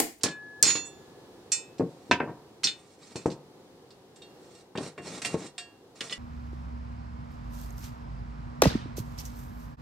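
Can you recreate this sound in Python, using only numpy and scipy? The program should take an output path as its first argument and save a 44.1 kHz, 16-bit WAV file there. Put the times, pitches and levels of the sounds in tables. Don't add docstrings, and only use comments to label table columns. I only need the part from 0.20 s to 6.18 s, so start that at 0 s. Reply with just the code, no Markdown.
import sys
import numpy as np
from scipy import signal
from scipy.fft import rfft, irfft, next_fast_len
from scipy.io import wavfile
from scipy.ndimage import map_coordinates

SR = 44100
rng = np.random.default_rng(int(sys.argv[2]) if len(sys.argv) > 2 else 0)


def unload_wav(signal):
    wavfile.write(
        sys.argv[1],
        SR,
        np.round(np.clip(np.atleast_2d(signal).T, -1, 1) * 32767).astype(np.int16),
    )


N = 263718

# frequency in Hz, density in dB per Hz.
AIR_SPECTRUM_HZ_DB = [(15, -51.5), (25, -28), (95, -9.5), (124, -7), (223, -7.5), (391, -2.5), (539, -6.5),
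                      (599, -15.5), (742, -11), (1270, -21), (1450, -24), (1650, -24.5), (2470, -30.5),
                      (4100, -28.5), (14800, -42)]
# time in seconds, level in dB.
AIR_LEVEL_S_DB = [(0, -56), (.8, -51.5), (1.3, -52.5), (2.3, -54), (2.7, -57.5), (3.4, -54), (3.9, -56),
                  (4.2, -52), (4.5, -57.5), (5.98, -56.5)]
# frequency in Hz, side gain in dB.
AIR_WIDTH_HZ_DB = [(60, -17), (400, -12), (1000, -6), (3000, 3), (10000, 0)]
# frequency in Hz, side gain in dB.
ROOM_WIDTH_HZ_DB = [(100, -23.5), (400, -20), (1000, -18), (2500, -7), (5000, -5.5), (9000, -1.5)]
# frequency in Hz, left minus right in dB.
BALANCE_HZ_DB = [(150, 1.3), (1000, 0), (5000, -2), (10000, -2)]
# frequency in Hz, t60 in seconds.
ROOM_HZ_T60_S = [(150, 0.14), (1000, 0.58), (5000, 0.1), (12000, 0.06)]

# start in seconds, level in dB, contact hardness in Hz,
# time between rebounds in seconds, first rebound against the landing in dB.
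THUDS = [(.040, -30, 1300, 0.019, -3), (0.435, -36.5, 1600, 0.029, -1), (0.484, -40.5, 1600, 0.023, -11),
         (0.554, -36.5, 1710, .02, -14.5), (1.597, -24, 675, .011, -2.5), (1.64, -36, 454, 0.011, -5.5),
         (1.896, -41, 404, 0.026, -6.5), (2.003, -33.5, 740, 0.028, -1), (2.075, -38, 990, 0.019, -3),
         (2.451, -42.5, 450, 0.018, -11), (2.956, -35.5, 825, .02, -33), (3.0577, -22, 760, .025, -18),
         (4.553, -36, 1020, 0.027, 4), (4.779, -42, 1190, .02, -3.5), (5.143, -25.5, 960, .011, -16),
         (5.812, -44.5, 810, 0.022, -9)]
# frequency in Hz, level in dB, t60 in seconds.
PLANK_MODES = [(114.4, -23.5, 0.11), (145, -12.5, 0.6), (166, -10, .25), (276, -1, 0.1084),
               (317, 3.5, 0.17), (352, 4, 0.14), (455.7, 2.5, .11), (596, 0, 0.052), (684, -7.5, .11),
               (908, 0.5, 0.043), (1081, -3.5, 0.14), (1443, -9.5, .1), (1790, -5, 0.13), (2020, -9, 0.059),
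               (2180, -14, 0.079)]
# frequency in Hz, density in dB per Hz.
WOOD_SPECTRUM_HZ_DB = [(25, -26), (70, -10.5), (130, -2.5), (300, 1), (550, -2.5), (900, -6.5), (1300, -6),
                       (2600, -3), (4000, -13.5), (5500, -14), (9000, -20), (15000, -33.5)]
# frequency in Hz, t60 in seconds.
WOOD_HZ_T60_S = [(100, 0.26), (300, 0.18), (1000, 0.085), (3000, 0.13), (10000, .12)]
# start in seconds, level in dB, contact hardness in Hz.
HAMMER_FALLS = [(1.912, -17.5, 5560), (1.924, -38, 6540), (2.002, -28, 1730)]
# frequency in Hz, level in dB, t60 in seconds.
HAMMER_MODES = [(495, -15, 0.08), (654, -18, 0.042), (713.3, -2, 0.16), (950, 3.5, 0.13), (988, 2.5, 0.073),
                (1555, 2.5, 0.11), (1610, -4, 0.1), (1760, 4, 0.064), (2200, -19, 0.15), (2590, 5, 0.094),
                (2637, -32, 0.046), (2970, -16, 0.039), (3540, 1.5, 0.038), (3700, -14, 0.096),
                (5150, -7.5, 0.089)]

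# start in seconds, length in seconds, rasp in dB, plank rumble in dB.
STROKES = [(0.919, .25, -83, -76), (1.617, 0.34, -69.5, -77), (2.444, 0.31, -64.5, -81),
           (2.768, 0.28, -59, -60), (4.181, 0.23, -63.5, -98.5), (4.593, 0.09, -47.5, -43),
           (4.812, 0.17, -45.5, -43), (5.02, 0.12, -47.5, -44), (5.164, 0.1, -50.5, -44.5),
           (5.751, .025, -55.5, -66.5), (5.828, 0.049, -47, -51.5), (5.904, 0.022, -42, -48.5)]
# frequency in Hz, density in dB per Hz.
RASP_SPECTRUM_HZ_DB = [(350, -27.5), (700, -8.5), (1200, -5.5), (1500, -7.5), (2200, -6.5), (4000, -3),
                       (6000, -8), (8500, -8.5), (10500, -21), (12000, -29.5), (15000, -45)]

# start in seconds, ring in dB, clatter in dB,
# brightest frequency in Hz, spread in octaves, damping in dB/s.
PIN_HITS = [(.466, -24.5, -32.5, 6900, 0.35, 30), (.485, -37.5, -41, 7000, 1, 110),
            (.553, -36, -36, 4220, 0.5, 11), (.653, -40, -53.5, 7900, 0.075, 230)]
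# start in seconds, ring in dB, clatter in dB,
# brightest frequency in Hz, spread in octaves, damping in dB/s.
STACK_HITS = [(5.807, -38.5, -36, 3180, 0.81, 200), (5.896, -49, -46, 3720, 0.27, 50),
              (5.925, -35, -46, 3040, 0.71, 30)]
# start in seconds, ring in dB, clatter in dB,
# brightest frequency in Hz, spread in octaves, damping by hand or stack in dB/s.
LONG_LEAF_HITS = [(3.705, -64, -60, 4400, 0.2, 50), (3.96, -60, -62.5, 6300, 0.68, 42),
                  (4.019, -51.5, -61, 3750, 0.23, 9.2), (4.35, -60, -72, 5000, 0.36, 40),
                  (4.555, -48, -52, 2000, 0.2, 120), (4.574, -54, -40, 3510, 0.37, 150),
                  (4.778, -49.5, -50.5, 2000, 0.31, 64), (5.018, -46, -39, 5530, 1.5, 140),
                  (5.048, -34, -33.5, 3300, 0.83, 130), (5.057, -46, -36.5, 8000, 0.73, 110),
                  (5.264, -50.5, -55, 4970, 0.65, 210), (5.380, -39.5, -43.5, 4000, 0.68, 11)]
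# start in seconds, ring in dB, clatter in dB,
# brightest frequency in Hz, spread in octaves, damping by hand or stack in dB/s.
TOP_LEAF_HITS = [(.010, -69, -56, 4600, 0.48, 100), (1.3183, -24.5, -37.5, 7500, 0.63, 2),
                 (1.582, -61, -58, 4600, .5, 62), (2.434, -48, -34, 4200, 0.76, 201),
                 (2.4404, -24, -28, 4930, 0.18, 111), (2.4709, -32, -29, 3605, 0.087, 61),
                 (2.868, -63, -62, 6000, 0.75, 40), (2.957, -43, -47.5, 5500, 1.3, 60),
                 (3.058, -56, -51, 6960, 0.75, 50), (3.101, -62, -50, 4450, 0.27, 150),
                 (3.115, -56, -50.5, 4430, 0.43, 150)]
# frequency in Hz, level in dB, t60 in seconds.
PIN_MODES = [(1938, -17, .38), (2697, -14, .36), (3510, -16, .6), (4285, -12, .36), (5024, -20, .25),
             (5626, -22, .44), (5809, -24, .45), (6843, -8, .47), (7768, -23, .31), (9835, -25, .47)]
# frequency in Hz, level in dB, t60 in seconds.
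STACK_MODES = [(1965, -7.5, 0.16), (2825, -10, 0.11), (3000, 0, 0.056), (3474, -3.5, 0.071),
               (4400, -31, 0.092), (4430, -10, 0.11), (5100, 0, 0.044), (6210, -31, 0.18),
               (6900, -8, 0.063), (8300, -47, 0.3)]
# frequency in Hz, level in dB, t60 in seconds.
LONG_LEAF_MODES = [(708, 2, 0.32), (1650, -12.5, 0.52), (1740, -11, 0.31), (1836, -7.5, 0.26),
                   (2330, -14, 0.27), (2360, -9, 0.1), (2763, -4.5, 0.43), (2850, -18, 0.22),
                   (3294, -12.5, 0.35), (3698, -2.5, 0.16), (4280, -8, 0.27), (4760, -13, 0.28),
                   (5464, -7.5, 0.21), (5830, -11, 0.12), (6660, -11, 0.19), (7500, -2, 0.16),
                   (7800, -14, 0.3), (7950, -8, 0.18), (8530, 0, 0.08), (9300, -21, 0.29)]
# frequency in Hz, level in dB, t60 in seconds.
TOP_LEAF_MODES = [(1453, -26, .35), (1895, -12, .38), (2401, -9, .33), (2600, -7, .4), (2953, -12, .3),
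                  (3595, -10, .3), (4253, -2, .19), (4635, -12, .16), (4791, -14, .22), (5000, -6, .18),
                  (5303, -14, .3), (5625, -5, .19), (5807, -2, .11), (6309, -14, .15), (6466, -8, .22),
                  (6654, -5, .22), (7363, -2, .2), (7544, -5, .23), (8086, -6, .15), (8498, -9, .18),
                  (9010, -13, .23), (9442, -16, .18), (9938, -12, .18), (10970, -22, .19)]
# frequency in Hz, density in dB per Hz.
CLATTER_SPECTRUM_HZ_DB = [(200, -24), (700, -6), (1300, -1.5), (2600, 1.5), (6000, -6.5), (8800, -8),
                          (11000, -20), (15000, -34.5)]
# frequency in Hz, t60 in seconds.
CLATTER_HZ_T60_S = [(500, 0.54), (3000, 0.047), (7000, 0.23), (13000, 0.16)]

# start in seconds, crack in dB, crack t60 in seconds,
# punch tone in dB (6 dB below its starting peak), leaf ring in dB, leaf clatter in dB,
# clatter loss per chatter contact in dB, brightest frequency in Hz, damping by the stack in dB/s.
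BLOWS = [(0.0343, -20, 0.065, -45.5, -36, -28.5, 9, 4860, 108),
         (0.4273, -1.5, 0.008, -63.5, -21.5, -28, 1.1, 6065, 42.5)]
# frequency in Hz, density in dB per Hz.
CRACK_SPECTRUM_HZ_DB = [(200, -20), (1500, -22.5), (3200, -13.5), (5000, 11.5), (8000, 6.5), (10000, 4),
                        (12000, -10), (15500, -21)]

TOP_HZ = 15800
SETTLE_DB = 7
STROKE_RISE_SHARE, STROKE_STOP_T60_S = .3, .15
CHATTER_S, CHATTER_DULLING, CHATTER_OCTAVES, CHATTER_DROP_DB = .0245, .86, .4, 12
PUNCH_HZ, PUNCH_T60_S = 1701, 2.6


def amp(db):
    return 10 ** (np.asarray(db) / 20)


def unit(x):
    return x / np.sqrt(np.mean(x ** 2) + 1e-20)


def unit_attack(x):
    return x / np.sqrt(np.mean(x[:SR // 40] ** 2) + 1e-20)


def along(points, hz):
    point_hz, values = np.transpose(points)
    return np.interp(np.log(hz + 1), np.log(point_hz + 1), values)


def add(track, start_s, sound):
    part = track[max(round(start_s * SR), 0):][:len(sound)]
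    part += sound[:len(part)]


def coloured(x, gain):
    size = next_fast_len(len(x) + SR // 8)
    hz = np.fft.rfftfreq(size, 1 / SR)
    return irfft(rfft(x, size) * gain(hz), size)[:len(x)]


def noise(spectrum, size):
    return unit(coloured(rng.standard_normal(size), lambda hz: amp(along(spectrum, hz))))


def decay(x, t60_s):
    return x * np.exp(-np.log(1000) * np.arange(len(x)) / SR / t60_s)


def dying_noise(gain, hz_t60_s):
    hz, t, bands = signal.stft(rng.standard_normal(SR // 2), SR, nperseg=256)
    fade = amp(-60 * t / along(hz_t60_s, hz)[:, None])
    tail = signal.istft(bands * fade, SR, nperseg=256)[1]
    return unit_attack(coloured(tail, gain))


def mode_bank(modes, phase_spread_cycles, attack_s):
    hz, db, t60_s = np.transpose(modes)[:, :, None]
    t = np.arange(SR * 3 // 5) / SR
    phase = phase_spread_cycles * rng.random(hz.shape)
    sines = np.sin(2 * np.pi * (hz * t + phase))
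    envelope = np.exp(-np.log(1000) * t / t60_s) * (1 - np.exp(-t / attack_s))
    return amp(db) * envelope * sines


def close_modes(count):
    hz = 500 + 13500 * (np.arange(count) + rng.random(count)) / count
    return np.transpose([hz, along(CLATTER_SPECTRUM_HZ_DB, hz), along(CLATTER_HZ_T60_S, hz)])


def ringing(bank, gains):
    strengths = gains * amp(1.5 * rng.standard_normal(len(bank)))
    return unit_attack(strengths @ bank)


def air():
    mid = noise(AIR_SPECTRUM_HZ_DB, size=N)
    side = coloured(noise(AIR_SPECTRUM_HZ_DB, size=N), lambda hz: amp(along(AIR_WIDTH_HZ_DB, hz)))
    level_db = np.interp(np.arange(N) / SR, *np.transpose(AIR_LEVEL_S_DB))
    return amp(level_db) * np.array([mid + side, mid - side])


def workshop(x, wet_db, early_t60_s):
    early = decay(rng.standard_normal(SR // 8), early_t60_s)
    early /= np.linalg.norm(early)
    tail = dying_noise(np.ones_like, ROOM_HZ_T60_S)
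    tail /= np.linalg.norm(tail)
    mid = x + amp(wet_db) * signal.fftconvolve(x, tail)[:N]
    side = coloured(signal.fftconvolve(x, early)[:N], lambda hz: amp(along(ROOM_WIDTH_HZ_DB, hz)))
    left = coloured(mid + side, lambda hz: amp(along(BALANCE_HZ_DB, hz) / 2))
    right = coloured(mid - side, lambda hz: amp(-along(BALANCE_HZ_DB, hz) / 2))
    return np.array([left, right])


def landings():
    hits = []
    for start_s, db, hard_hz, gap_s, rebound_db in THUDS:
        for k, step_db in enumerate([0, rebound_db, rebound_db - SETTLE_DB]):
            hits.append((start_s + k * gap_s, db + step_db, hard_hz))
    return hits


def knocks(hits, modes, dense_db, slap_db, slap_t60_s):
    track, bank = np.zeros(N), mode_bank(modes, 0, attack_s=.0001)
    for start_s, db, hard_hz in hits:
        boom = ringing(bank, 1)
        dense = dying_noise(lambda hz: amp(along(WOOD_SPECTRUM_HZ_DB, hz)), WOOD_HZ_T60_S)
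        slap = decay(noise(WOOD_SPECTRUM_HZ_DB, size=SR // 8), slap_t60_s)
        add(boom, 0, amp(dense_db) * dense)
        add(boom, 0, amp(slap_db) * slap)
        softness = signal.butter(3, min(hard_hz, SR / 3), fs=SR, output="sos")
        add(track, start_s, amp(db) * unit_attack(signal.sosfilt(softness, boom)))
    return track


def stroke_gains():
    t, rasp, rumble = np.arange(N) / SR, np.zeros(N), np.zeros(N)
    for start_s, length_s, rasp_db, rumble_db in STROKES:
        rise = np.clip((t - start_s) / (STROKE_RISE_SHARE * length_s), 0, 1)
        stopping_s = np.maximum(t - start_s - length_s, 0)
        speed = rise * np.exp(-np.log(1000) * stopping_s / STROKE_STOP_T60_S)
        rasp += amp(rasp_db) * speed
        rumble += amp(rumble_db) * speed
    return rasp, rumble


def rust_grains():
    catches = rng.random(N) < 400 / SR
    slip_db = 3.5 * map_coordinates(rng.standard_normal(N // 700 + 4), [np.arange(N) / 700])
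    grain_db = 4.5 * np.clip(rng.standard_normal(N), -2, 2)
    return catches * rng.choice([-1, 1], N) * amp(slip_db + grain_db)


def sliding(ring_db, leaf_t60_s, count):
    rasp, rumble = stroke_gains()
    grains, leaf = np.zeros(N), np.zeros(N)
    for _ in range(count):
        spot, modes = rust_grains(), close_modes(count=24)
        bank = mode_bank(modes, 0.91, attack_s=0.0002)
        gains = amp(along(RASP_SPECTRUM_HZ_DB, modes[:, 0]) - modes[:, 1])
        body = decay(ringing(bank, gains), leaf_t60_s)
        grains += spot
        leaf += signal.fftconvolve(spot, body)[:N]
    hiss = unit(coloured(grains, lambda hz: amp(along(RASP_SPECTRUM_HZ_DB, hz))))
    boards = unit(coloured(grains, lambda hz: amp(along(WOOD_SPECTRUM_HZ_DB, hz)) / (1 + (hz / 700) ** 2)))
    return rasp * unit(hiss + amp(ring_db) * unit(leaf)) + rumble * boards


def contact_gain(hz, bright_hz, octaves):
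    return 1 / np.sqrt(1 + (np.log2((hz + 1) / bright_hz) / octaves) ** 2)


def steel(hits, modes, grit_db, grit_t60_s, attack_s):
    track, lesser = np.zeros(N), close_modes(count=110)
    main_bank = mode_bank(modes, 0.89, attack_s)
    lesser_bank = mode_bank(lesser, 0.56, attack_s)
    main_hz, lesser_hz = np.array(modes)[:, 0], lesser[:, 0]
    t = np.arange(main_bank.shape[1]) / SR
    for start_s, ring_db, clatter_db, bright_hz, octaves, damping_db_per_s in hits:
        def grit_gain(hz):
            return contact_gain(hz, bright_hz, octaves) * amp(along(CLATTER_SPECTRUM_HZ_DB, hz))

        ring = ringing(main_bank, contact_gain(main_hz, bright_hz, octaves))
        signs = rng.choice([-1, 1], len(lesser))
        clatter = ringing(lesser_bank, contact_gain(lesser_hz, bright_hz, octaves) * signs)
        grit = coloured(decay(rng.standard_normal(SR // 5), grit_t60_s), grit_gain)
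        add(clatter, 0, amp(grit_db) * unit_attack(grit))
        clank = amp(ring_db) * ring + amp(clatter_db) * unit_attack(clatter)
        add(track, start_s, clank * amp(-abs(damping_db_per_s) * t))
    return track


def chatter():
    hits = []
    for start_s, _, _, _, ring_db, clatter_db, loss_db, bright_hz, damping_db_per_s in BLOWS:
        for k in range(4):
            hits.append((start_s + 0.0013 + k * CHATTER_S,
                         ring_db - CHATTER_DROP_DB * (k > 0),
                         clatter_db - k * loss_db,
                         bright_hz * CHATTER_DULLING ** k,
                         CHATTER_OCTAVES, damping_db_per_s))
    return hits


def punch():
    cracks, tone, t = np.zeros(N), np.zeros(N), np.arange(2 * SR) / SR
    for start_s, crack_db, crack_t60_s, tone_db, *_ in BLOWS:
        crack = decay(noise(CRACK_SPECTRUM_HZ_DB, size=SR // 8), crack_t60_s)
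        add(cracks, start_s, amp(crack_db) * crack)
        tone[round(start_s * SR):] = 0
        sine = np.sin(2 * np.pi * PUNCH_HZ * t)
        add(tone, start_s, amp(tone_db + 6) * decay(sine, PUNCH_T60_S))
    low_cut = signal.butter(3, 900, "highpass", fs=SR, output="sos")
    return signal.sosfilt(low_cut, cracks + tone)


def scene():
    floor = knocks(landings(), PLANK_MODES, dense_db=2.5, slap_db=8.5, slap_t60_s=.018)
    hammer = knocks(HAMMER_FALLS, HAMMER_MODES, dense_db=-1.0, slap_db=10.5, slap_t60_s=0.012)
    slide = sliding(ring_db=9, leaf_t60_s=0.55, count=5)
    pin = steel(PIN_HITS, PIN_MODES, grit_db=-0.5, grit_t60_s=.12, attack_s=0.0053)
    stack = steel(STACK_HITS, STACK_MODES, grit_db=-3.5, grit_t60_s=0.22, attack_s=0.00061)
    long_leaf = steel(LONG_LEAF_HITS, LONG_LEAF_MODES, grit_db=0, grit_t60_s=0.1, attack_s=.0008)
    top_leaf_hits = list(chatter()) + list(TOP_LEAF_HITS)
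    top_leaf = steel(top_leaf_hits, TOP_LEAF_MODES, grit_db=-3, grit_t60_s=0.15, attack_s=.0006)
    work = floor + hammer + slide + pin + stack + long_leaf + top_leaf + punch()
    low_cut = signal.butter(3, 98, "highpass", fs=SR, output="sos")
    return workshop(signal.sosfilt(low_cut, work), wet_db=-17.5, early_t60_s=0.085) + air()


def record(dry):
    clipped = np.clip(dry, -1, 1)
    return np.array([coloured(channel, lambda hz: hz < TOP_HZ) for channel in clipped])


dry = scene()
out = record(dry)
unload_wav(out)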